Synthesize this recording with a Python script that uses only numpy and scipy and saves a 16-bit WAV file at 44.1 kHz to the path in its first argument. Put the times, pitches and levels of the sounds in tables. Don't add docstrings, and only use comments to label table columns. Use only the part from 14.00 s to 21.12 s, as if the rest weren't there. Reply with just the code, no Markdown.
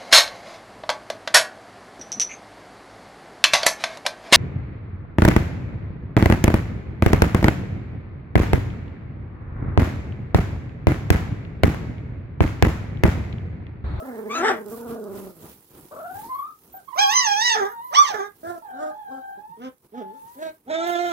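import sys
import numpy as np
from scipy import signal
from scipy.io import wavfile
from scipy.ndimage import uniform_filter1d, minimum_filter1d

SR = 44100
rng = np.random.default_rng(int(sys.argv[2]) if len(sys.argv) > 2 else 0)


def master_out(mix):
    frames = np.transpose(np.atleast_2d(mix))
    ceiling = np.clip(frames, -1, 1)
    pcm = np.round(ceiling * 32767).astype(np.int16)
    wavfile.write(sys.argv[1], SR, pcm)


def level_to_linear(level):
    exponent = np.asarray(level, float) / 20
    return 10 ** exponent


N = 314201


# start_s, pitch_hz, effort_db
CRIES = [
    [(.29, 1081, -58), (.315, 1125, -40.5), (.365, 1323, -36), (.4, 1321, -41.5), (.44, 1359, -53)],
    [(2.955, 552.7, -54), (2.972, 656.2, -39), (2.99, 787.2, -23), (3.022, 845.3, -23),
     (3.042, 798.7, -23.5), (3.084, 812.9, -26), (3.16, 1024, -21.5), (3.214, 974, -22.5),
     (3.255, 895.5, -26)] + [(3.28, 824, -26), (3.35, 818.2, -27.5), (3.422, 927.5, -24),
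     (3.456, 978.8, -21), (3.506, 920.8, -22.5), (3.546, 843.6, -26.5), (3.57, 700.3, -35)],
    [(3.91, 512.3, -56), (3.93, 594, -41), (3.952, 976.5, -22), (3.976, 1143, -23), (4.008, 1194, -21),
     (4.046, 1065, -30.5), (4.1, 839, -32), (4.16, 607.8, -42.5)],
]
# left_lag_samples, left_minus_right_db
CRY_PLACE = [(-4.5, 2.5), (20, -4), (21, -5)]
# onset_rough_0_to_1, settled_rough_0_to_1, settling_s, tremor_hz, tremor_share
CRY_GRAIN = [(.4, .22, .1, 20, .015), (.2, .05, .03, 27, .009), (.3, .07, .03, 24, .006)]
CRY_FRAY = [0, .12, .75]
# pitch_hz, gain_db
CRY_LOW = [(520, 6.5), (810, 6.5), (950, -6), (1200, 14), (1330, -1), (1620, -5.5), (1950, -2.5),
           (2400, -14)]
# pitch_hz, level_db
CRY_THROAT = [(1060, -35.5), (1800, -5), (2070, 1), (2730, -11.5), (3100, -4), (4330, -14.5), (6130, -3),
              (6950, -28), (8040, -21.5), (9500, -46), (12400, -67.5), (20900, -120)]
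# pitch_hz, gain_db
FIRST_CRY_LOW = [(1050, 10.5), (1330, 10), (2200, 7.5), (2650, -2)]
# pitch_hz, level_db
FIRST_CRY_THROAT = [(2700, -13), (3900, -1), (4500, -10), (5300, -15.5), (6500, -1), (7200, -19),
                    (9000, -18)]


def cries(mix):
    lows = [FIRST_CRY_LOW, CRY_LOW, CRY_LOW]
    throats = [FIRST_CRY_THROAT, CRY_THROAT, CRY_THROAT]
    for rows, place, grain, fray, low, throat in zip(CRIES, CRY_PLACE, CRY_GRAIN, CRY_FRAY, lows, throats):
        call = voice(rows, grain, low, (0, 0.3), throat, throb_db=1.2645, fray=fray)
        add(mix, rows[0][0], call, *place)


# start_s, pitch_hz, effort_db
YELPS = [
    [(.35, 319.8, -36.5), (.41, 340.9, -27.5), (.47, 437.1, -20), (.52, 361.6, -28), (.59, 298.5, -43)],
    [(3.55, 438.4, -30.5), (3.58, 439.2, -25.5), (3.63, 381.9, -27), (3.68, 414.9, -35), (3.74, 488, -55)],
    [(4.14, 430.6, -27), (4.17, 419.3, -33), (4.21, 390.5, -31.5), (4.255, 415.2, -38.5),
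     (4.29, 392, -48.5)],
]
# onset_rough_0_to_1, settled_rough_0_to_1, settling_s, tremor_hz, tremor_share
YELP_GRAIN = [(.3, .62, .08, 30, .03), (.5, .15, .06, 30, .015), (.3, .14, .05, 30, .015)]
# pitch_hz, gain_db
YELP_LOW = [(300, -2), (400, -1), (435, -7.5), (680, -4), (790, 2), (870, -9)]
# pitch_hz, level_db
YELP_THROAT = [(900, 5), (1250, 6.5), (1700, 2.5), (2100, -6.5), (2800, -39), (3500, -9), (4300, -35),
               (5800, -13.5), (7500, -29), (9000, -37.5), (16000, -91)]
# pitch_hz, level_db
FIRST_YELP_THROAT = [(900, 0.5), (1400, 4.5), (1900, 3), (2600, -16.5), (3400, -9), (4300, -26.5),
                     (5300, -16), (6500, -25.5), (8000, -19.5), (12000, -48.5)]


def yelps(mix):
    throats = [FIRST_YELP_THROAT, YELP_THROAT, YELP_THROAT]
    for rows, place, grain, throat in zip(YELPS, CRY_PLACE, YELP_GRAIN, throats):
        call = voice(rows, grain, YELP_LOW, (0, 0.13), throat, throb_db=1.0)
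        add(mix, rows[0][0], call, *place)


# start_s, pitch_hz, effort_db
WHINES = [
    [(0, 626.3, -39.5), (.1, 783, -58.5)],
    [(1.91, 550, -48.5), (2.0, 637, -42), (2.08, 700.6, -40), (2.15, 778, -40), (2.29, 965, -43.5),
     (2.31, 1028, -33), (2.41, 1094, -33.5), (2.46, 1240, -34), (2.54, 1239, -52.5)],
    [(2.74, 741.5, -41.5), (2.78, 783, -46.5), (2.81, 665, -58)],
    [(2.875, 1023, -60), (2.888, 1087, -37.5), (2.908, 1069, -47.5), (2.923, 914, -52),
     (2.935, 973.7, -34.5), (2.95, 1048, -44.5), (3.1, 1111, -36), (3.24, 1122, -39), (3.28, 1004, -67)],
    [(3.62, 1010, -39.5), (3.8, 930.2, -37.5), (3.86, 1011, -38), (3.94, 939, -38.5)],
    [(4.622, 881.6, -44.5), (4.7, 789.2, -40), (4.85, 742.7, -39), (4.97, 851.1, -41.5),
     (5.12, 791.5, -39.5), (5.3, 788.6, -40), (5.45, 854.8, -45), (5.55, 932.6, -45.5), (5.63, 991.4, -70)],
    [(5.94, 845.5, -44), (6.19, 880.6, -45), (6.39, 1004, -52)],
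    [(6.74, 861, -67), (6.82, 871.3, -44.5), (6.95, 844, -66)],
]
# left_lag_samples, left_minus_right_db
WHINE_PLACE = [(-40, 4), (7.5, 2), (14.5, -2.5), (11.5, -16.5), (15.5, -1.5), (15.5, -3), (17, 2),
               (19, 18.5)]
# onset_rough_0_to_1, settled_rough_0_to_1, settling_s, tremor_hz, tremor_share
STEADY = (.08, .025, .08, 22, .005)
WHINE_GRAIN = [STEADY, (.8, .1, .1, 24, .1), (.25, .1, .04, 30, .02),
               STEADY, STEADY, (.22, .02, .3, 45, .05), STEADY, STEADY]
# pitch_hz, gain_db
WHINE_LOW = [(600, 3), (1250, -1), (1450, -6), (1600, -10), (1750, -26.5), (1950, -19.5), (2200, -30.5),
             (2550, -36)]
# pitch_hz, level_db
WHINE_THROAT = [(2500, -5), (3400, 0), (4450, -4), (5200, -20), (9000, -38.5)]


def whines(mix):
    for rows, place, grain in zip(WHINES, WHINE_PLACE, WHINE_GRAIN):
        call = voice(rows, grain, WHINE_LOW, (-32, .05), WHINE_THROAT, throb_db=1.5)
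        add(mix, rows[0][0], call, *place)


# start_s, pitch_hz, effort_db
GROANS = [
    [(.02, 206.7, -47), (.05, 273.2, -46), (.1, 253.4, -40), (.14, 227.3, -45.5), (.28, 207.8, -41.5),
     (.38, 253, -41.5), (.63, 213, -45.5)],
    [(.62, 203.9, -54), (.66, 201.7, -45), (.8, 233.4, -44.5), (.92, 232.6, -41.5), (1.1, 196.4, -44),
     (1.29, 188.5, -48.5), (1.33, 170.1, -58.5), (1.46, 147.9, -55.5)],
    [(4.43, 317.3, -45), (4.5, 351.8, -36), (4.58, 329.7, -47), (4.62, 329.7, -100)],
    [(5.92, 195.5, -55.5), (5.98, 255.6, -38.5), (6.04, 191.7, -49.5), (6.11, 196.1, -55),
     (6.16, 277, -57.5), (6.19, 263, -66)],
    [(6.655, 207.6, -69), (6.68, 254.6, -43), (6.71, 313.1, -35.5), (6.8, 331.2, -32), (6.9, 347.2, -31),
     (7.0, 349, -30.5), (7.125, 341.6, -31.5)],
]
# start_s, rise_s, fall_s, peak_db, top_pitch_hz
GRUNTS = [
    (4.719, 0.1191, 0.1173, -37, 313.4),
    (5.08, 0.0369, 0.126, -46, 272.8),
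    (5.368, 0.0111, 0.0395, -56, 200),
    (5.568, 0.0811, 0.0627, -39.5, 264.5),
    (6.351, 0.0834, 0.103, -36.5, 325.6),
]
# left_lag_samples, left_minus_right_db
GRUNT_PLACE = [(-7.5, -1.94), (-5, -1.32), (22.5, -1.5), (23.5, -0.5), (10.5, 2.5), (22, -6), (21.5, -1.5),
               (17, -3.5), (15.5, -0.5), (13, -3)]
# onset_rough_0_to_1, settled_rough_0_to_1, settling_s, tremor_hz, tremor_share
SHORT = (.3, .13, .04, 25, .014)
GRUNT_GRAIN = [(.2, .2, .3, 27, .06)] * 2 + [SHORT] * 7 + [(.4, .04, .07, 18, .014)]
GRUNT_MOUTH = [1.294, 0.918, 1.023, 0.974, 0.943, 0.69, 0.873, 0.9295, 1.083, 1.004]
# pitch_hz, gain_db
GRUNT_LOW = [(200, 1), (260, 1), (340, 0.5), (420, 7), (520, -1.5), (600, 5), (700, 5)]
# pitch_hz, level_db
NOSE = [(650, 3.5), (1000, -8.5), (1400, -5.5), (1750, -18), (2100, -36.5), (5000, -35.5), (16000, -33.5)]
# pitch_hz, level_db
GRUNT_THROAT = [(780, 11.5), (1040, -13), (1400, -1), (1750, -8), (2200, -11), (2800, -21.5), (3600, -10),
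                (4700, -29), (5600, -22.5), (7500, -26), (9000, -38.5), (16000, -72)]


def groans_and_grunts(mix):
    nasal_calls = 6
    low_calls = sorted(GROANS + [grunt(*row) for row in GRUNTS])
    settings = zip(low_calls, GRUNT_PLACE, GRUNT_GRAIN, GRUNT_MOUTH)
    for number, (rows, place, grain, mouth) in enumerate(settings):
        if number < nasal_calls:
            upper, throat = (-2.5, 0.21), NOSE
        else:
            upper, throat = (-1.95, 0.133), GRUNT_THROAT
        call = voice(rows, grain, GRUNT_LOW, upper, throat, throb_db=1.5, mouth=mouth)
        add(mix, rows[0][0], call, *place)


# stage (0-1 share of the rise, 1-2 one plus share of the fall), pitch_share, level_db
GRUNT_SHAPE = [(0, .8, -24), (0.301, .85, -12.5), (1, 0.9854, 0), (1.6, .97, -5), (1.999, 0.843, -56)]


def grunt(start, rise, fall, peak_db, top_hz):
    rows = []
    for stage, share, down_db in GRUNT_SHAPE:
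        s = start + rise * min(stage, 1) + fall * max(stage - 1, 0)
        rows.append((s, share * top_hz, peak_db + down_db))
    return rows


# start_s, end_s, pitch_hz, level_db
WHISTLES = [
    (2.275, 2.463, 13000, -46),
    (2.716, 2.791, 14240, -45.5),
    (2.92, 3.201, 13050, -41.5),
    (3.673, 3.766, 12940, -51.5),
    (3.828, 3.924, 13040, -47.5),
]


def whistles(mix):
    for start, end, hz, db in WHISTLES:
        t = np.arange(start, end, 1 / SR)
        turns = np.cumsum(hz * (1 + .004 * wobble(len(t), 300))) / SR
        level = level_to_linear(db + 3.6 * wobble(len(t), 450)) * signal.windows.tukey(len(t), .6)
        add(mix, start, level * np.sin(2 * np.pi * turns), lag=18, pan_db=-5.)


def voice(rows, grain, low, upper, throat, throb_db, mouth=1, fray=0):
    s, pitch, effort = np.transpose(rows)
    t = np.arange(s[0], s[-1], 1 / SR)
    n, age = len(t), t - s[0]
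    hz, effort_db = glide(t, s, pitch), np.interp(t, s, effort)
    upper_db = effort_db + upper[0] + upper[1] * (effort_db - effort.max())
    low_db = effort_db + read(low, hz * [[1], [2]])

    onset, settled, settling, tremor_hz, depth = grain
    rough = settled + (onset - settled) * np.exp(-(age / settling) ** 2)
    rough += fray * (age / (s[-1] - s[0])) ** 3
    tremor = np.sin(2 * np.pi * np.cumsum(tremor_hz * (1 + 0.3024 * wobble(n, 891))) / SR)
    tremor *= depth * np.clip(rough / max(onset, settled) + .3, 0, 1)
    drift = 0.00734 * wobble(n, 400)
    jitter = 0.065 * rough * wobble(n, 84)
    hz = hz * (1 + tremor + drift + jitter)
    turns = np.cumsum(hz) / SR

    k = np.arange(1, int(10000 / hz.mean()) + 1)[:30, None]
    size = level_to_linear(read(throat, k * hz / mouth))
    size[2:] *= level_to_linear(upper_db) / np.sqrt((size[2:] ** 2).sum(0))
    size[:2] = level_to_linear(low_db)
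    swells = np.array([wobble(n, 1200) for _ in range(5)])
    size[2:] *= level_to_linear(3.413 * swells[k[2:, 0] % 5])

    shimmer = np.array([wobble(n, .9 * SR / hz.mean()) for _ in range(8)])
    shimmer = shimmer.reshape(2, 4, -1)[:, k[:, 0] % 4]
    smear = np.clip(rough * (.5 + .05 * k ** 2), 0, 1)
    angle = 2 * np.pi * (k * turns + .04 * k ** 2)
    tone = np.sqrt(2 - 2 * smear ** 2) * np.cos(angle)
    tone += smear * (shimmer[0] * np.cos(angle) + shimmer[1] * np.sin(angle))
    halves = 1 + 0.26 * np.clip(rough - settled, 0, onset) * np.cos(np.pi * turns)
    edge = np.clip(np.minimum(age / 0.0021, (s[-1] - t) / 0.0022), 0, 1)
    throb = level_to_linear(throb_db * wobble(n, 440) + 30 * tremor)
    return (size * tone).sum(0) * halves * edge * throb


def glide(t, s, hz):
    slope = np.diff(hz) / np.diff(s)
    before, after = np.r_[slope[0], slope], np.r_[slope, slope[-1]]
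    bend = np.where(before * after > 0, 2 * before * after / (before + after + 1e-9), 0)
    i = np.clip(np.searchsorted(s, t) - 1, 0, len(s) - 2)
    dt = t - s[i]
    u = dt / np.diff(s)[i]
    curve = (1 - u) * (bend[i] - slope[i]) + u * (slope[i] - bend[i + 1])
    return hz[i] + dt * (slope[i] + (1 - u) * curve)


def puppies():
    mix = np.zeros((2, N))
    for calls in (cries, yelps, whines, groans_and_grunts, whistles):
        calls(mix)
    return mix


# start_s, peak_db, pitch_hz
THUMPS = [
    (0.887, -55.5, 145),
    (1.209, -58.5, 198.7),
    (2.146, -62.5, 103),
    (4.465, -62, 104.6),
    (5.491, -65, 167.2),
]
# start_s, peak_db
SNAPS = [(0.6617, -31.5), (0.6841, -29), (0.778, -36.5), (1.041, -31), (1.3853, -49), (1.781, -36.5),
         (2.777, -40), (5.7825, -43), (5.829, -51.5), (6.2299, -46.5), (6.8754, -26.5)]


def paws():
    mix, t = np.zeros((2, N)), np.arange(5000) / SR
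    for s, db, hz in THUMPS:
        swell = (t / 0.00228) * np.exp(1 - t / 0.01365)
        add(mix, s, level_to_linear(db) * np.sin(2 * np.pi * hz * t) * swell)
    bursts = np.diff(rng.standard_normal((len(SNAPS), 801)), axis=1)
    for (s, db), burst in zip(SNAPS, bursts):
        add(mix, s, level_to_linear(db - 9.5) * burst * np.exp(-t[:800] / 0.00137), lag=10, pan_db=-4.)
    return mix


# pitch_hz, level_db_per_hz
RUSTLE_COLOUR = [(18, -34.5), (30, -21), (204, -18.5), (404, -15), (584, -25.5), (866, -17.5), (1590, -21),
                 (7270, -16.5), (11400, -9), (16000, -8.5)]


def rustle():
    crackling, shuffling = stirring()
    grains_per_s = 900
    grains = level_to_linear(4.3 * np.minimum(rng.exponential(1, N), 5)) * (rng.random(N) < grains_per_s / SR)
    grains = 1 + .5 * evened(signal.lfilter([1], [1, -.99], grains))
    rub = noise(RUSTLE_COLOUR, patchy_db=1.5) * grains
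    low = signal.sosfiltfilt(signal.butter(1, 600, fs=SR, output="sos"), rub)
    sides_db = np.array([[-2.5], [2.5]])
    crackle = evened(rub - low) * crackling * level_to_linear(8.5 + sides_db)
    return crackle + evened(low) * shuffling * level_to_linear(4.5)


# middle_s, length_s, crackle_db, shuffle_db
STIRS = [(0.188, 1, -87.5, -60.5), (0.734, 0.112, -52, -51.5), (0.903, 0.067, -54.5, -44),
         (1.191, 0.1433, -54, -46.5), (1.461, 0.133, -55.5, -50.5), (1.771, 0.1216, -59.5, -53),
         (1.982, 0.272, -61.5, -60), (2.187, 0.165, -53, -51.5), (2.71, 0.18, -83, -61.5),
         (3.238, 0.582, -56, -64.5), (4.002, 0.25, -56, -86.5), (4.475, 0.22, -61.5, -62),
         (5.847, 0.0259, -78.5, -58), (6.317, 0.298, -61.5, -70.5), (6.904, 0.083, -55, -56),
         (7.073, 0.173, -60.5, -60.5)]


def stirring():
    calm_db, calming_db_per_s = (-60.5, -68.5), (-1.97, 0.1825)
    fade_db, rise_share = 13.5, 0.63
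    t = np.arange(0, N + 64, 64) / SR
    level = level_to_linear(np.array(calm_db)[:, None] + np.outer(calming_db_per_s, t))
    for s, length, *peak_db in STIRS:
        away = (t - s) / np.where(t < s, rise_share * length, length)
        level = np.hypot(level, level_to_linear(np.array(peak_db)[:, None] - fade_db * away ** 2))
    return [np.interp(np.arange(N) / SR, t, row) for row in level]


# pitch_hz, t60_s
ROOM = [(300, 0.148), (2000, 0.2066), (12000, 0.017)]


def room(x):
    taps = np.zeros((2, SR // 2))
    at = np.arange(150, SR // 2 - 20, 20) + rng.integers(0, 20, (2, (SR // 2 - 151) // 20))
    np.put_along_axis(taps, at, rng.choice([-1., 1.], at.shape), 1)
    hz, t, z = signal.stft(taps, SR, nperseg=256)
    decay = level_to_linear(-60 * t / read(ROOM, hz)[:, None])
    tail = signal.istft(z * decay, SR, nperseg=256)[1]
    return signal.fftconvolve(x, tail / np.linalg.norm(tail[0]), axes=1)[:, :N]


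# pitch_hz, level_db_per_hz
HISS = [(18, -30.5), (30, -4.5), (170, -2.5), (1390, -16.5), (3770, -32), (11400, -3), (16000, -18.5)]


def hiss():
    return level_to_linear(-78) * evened(noise(HISS, patchy_db=6.5))


# pitch_hz, likeness_0_to_1
SAME = [(60, 1), (300, 0.92), (1500, 0), (15000, 0.058)]


def noise(colour, patchy_db):
    frames, hz = N // 128 + 6, np.fft.rfftfreq(512, 1 / SR)
    a, b, c, d, patches = rng.standard_normal((frames, 257, 5)).T
    patches = evened(uniform_filter1d(uniform_filter1d(patches, 20, 0), 12, 1))
    same = np.clip(read(SAME, hz), -1, 1)[:, None]
    left, other = a + 1j * b, c + 1j * d
    z = np.array([left, same * left + np.sqrt(1 - same ** 2) * other])
    z *= level_to_linear(read(colour, hz)[:, None] + patchy_db * patches)
    return signal.istft(z, nperseg=512, noverlap=384)[1][:, :N]


def evened(x):
    return x / np.sqrt(np.mean(x ** 2) + 1e-20)


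def read(points, hz):
    f, value = np.transpose(points)
    return np.interp(np.log(hz + 1), np.log(f + 1), value)


def wobble(n, span):
    width = max(int(span), 2)
    return evened(uniform_filter1d(uniform_filter1d(rng.standard_normal(n), width), width))


def add(mix, s, sound, lag=0, pan_db=0):
    for ear, (late, db) in enumerate([(lag / 2, pan_db / 2), (-lag / 2, -pan_db / 2)]):
        part = mix[ear, max(round(s * SR + late), 0):][:len(sound)]
        part += level_to_linear(db) * sound[:len(part)]


def scene():
    near = puppies() + paws()
    walls = level_to_linear(-9.5) * room(near)
    return near + walls + rustle() + hiss()


def low_pass(x):
    return signal.sosfilt(signal.butter(12, 16590, fs=SR, output="sos"), x)


def record(dry):
    rounded = np.tanh(dry / 1.1222) * 1.0704
    heard = signal.sosfilt(signal.butter(2, 39, "high", fs=SR, output="sos"), rounded)
    treble_edge = signal.firwin(401, 15850, window=("kaiser", 9), fs=SR)
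    heard = signal.oaconvolve(heard, treble_edge[None], "same")
    quiet_db, gate_slope, gate_depth_db = -55.5, 0.65, 9
    level_db = 10 * np.log10(abs(uniform_filter1d((heard ** 2).mean(0), size=1000)) + 1e-12)
    down_db = np.clip(gate_slope * (quiet_db - level_db), 0, gate_depth_db)
    down_db = uniform_filter1d(minimum_filter1d(down_db, size=600), size=600)
    return low_pass(heard / level_to_linear(down_db))


dry = scene()
out = record(dry)
master_out(out)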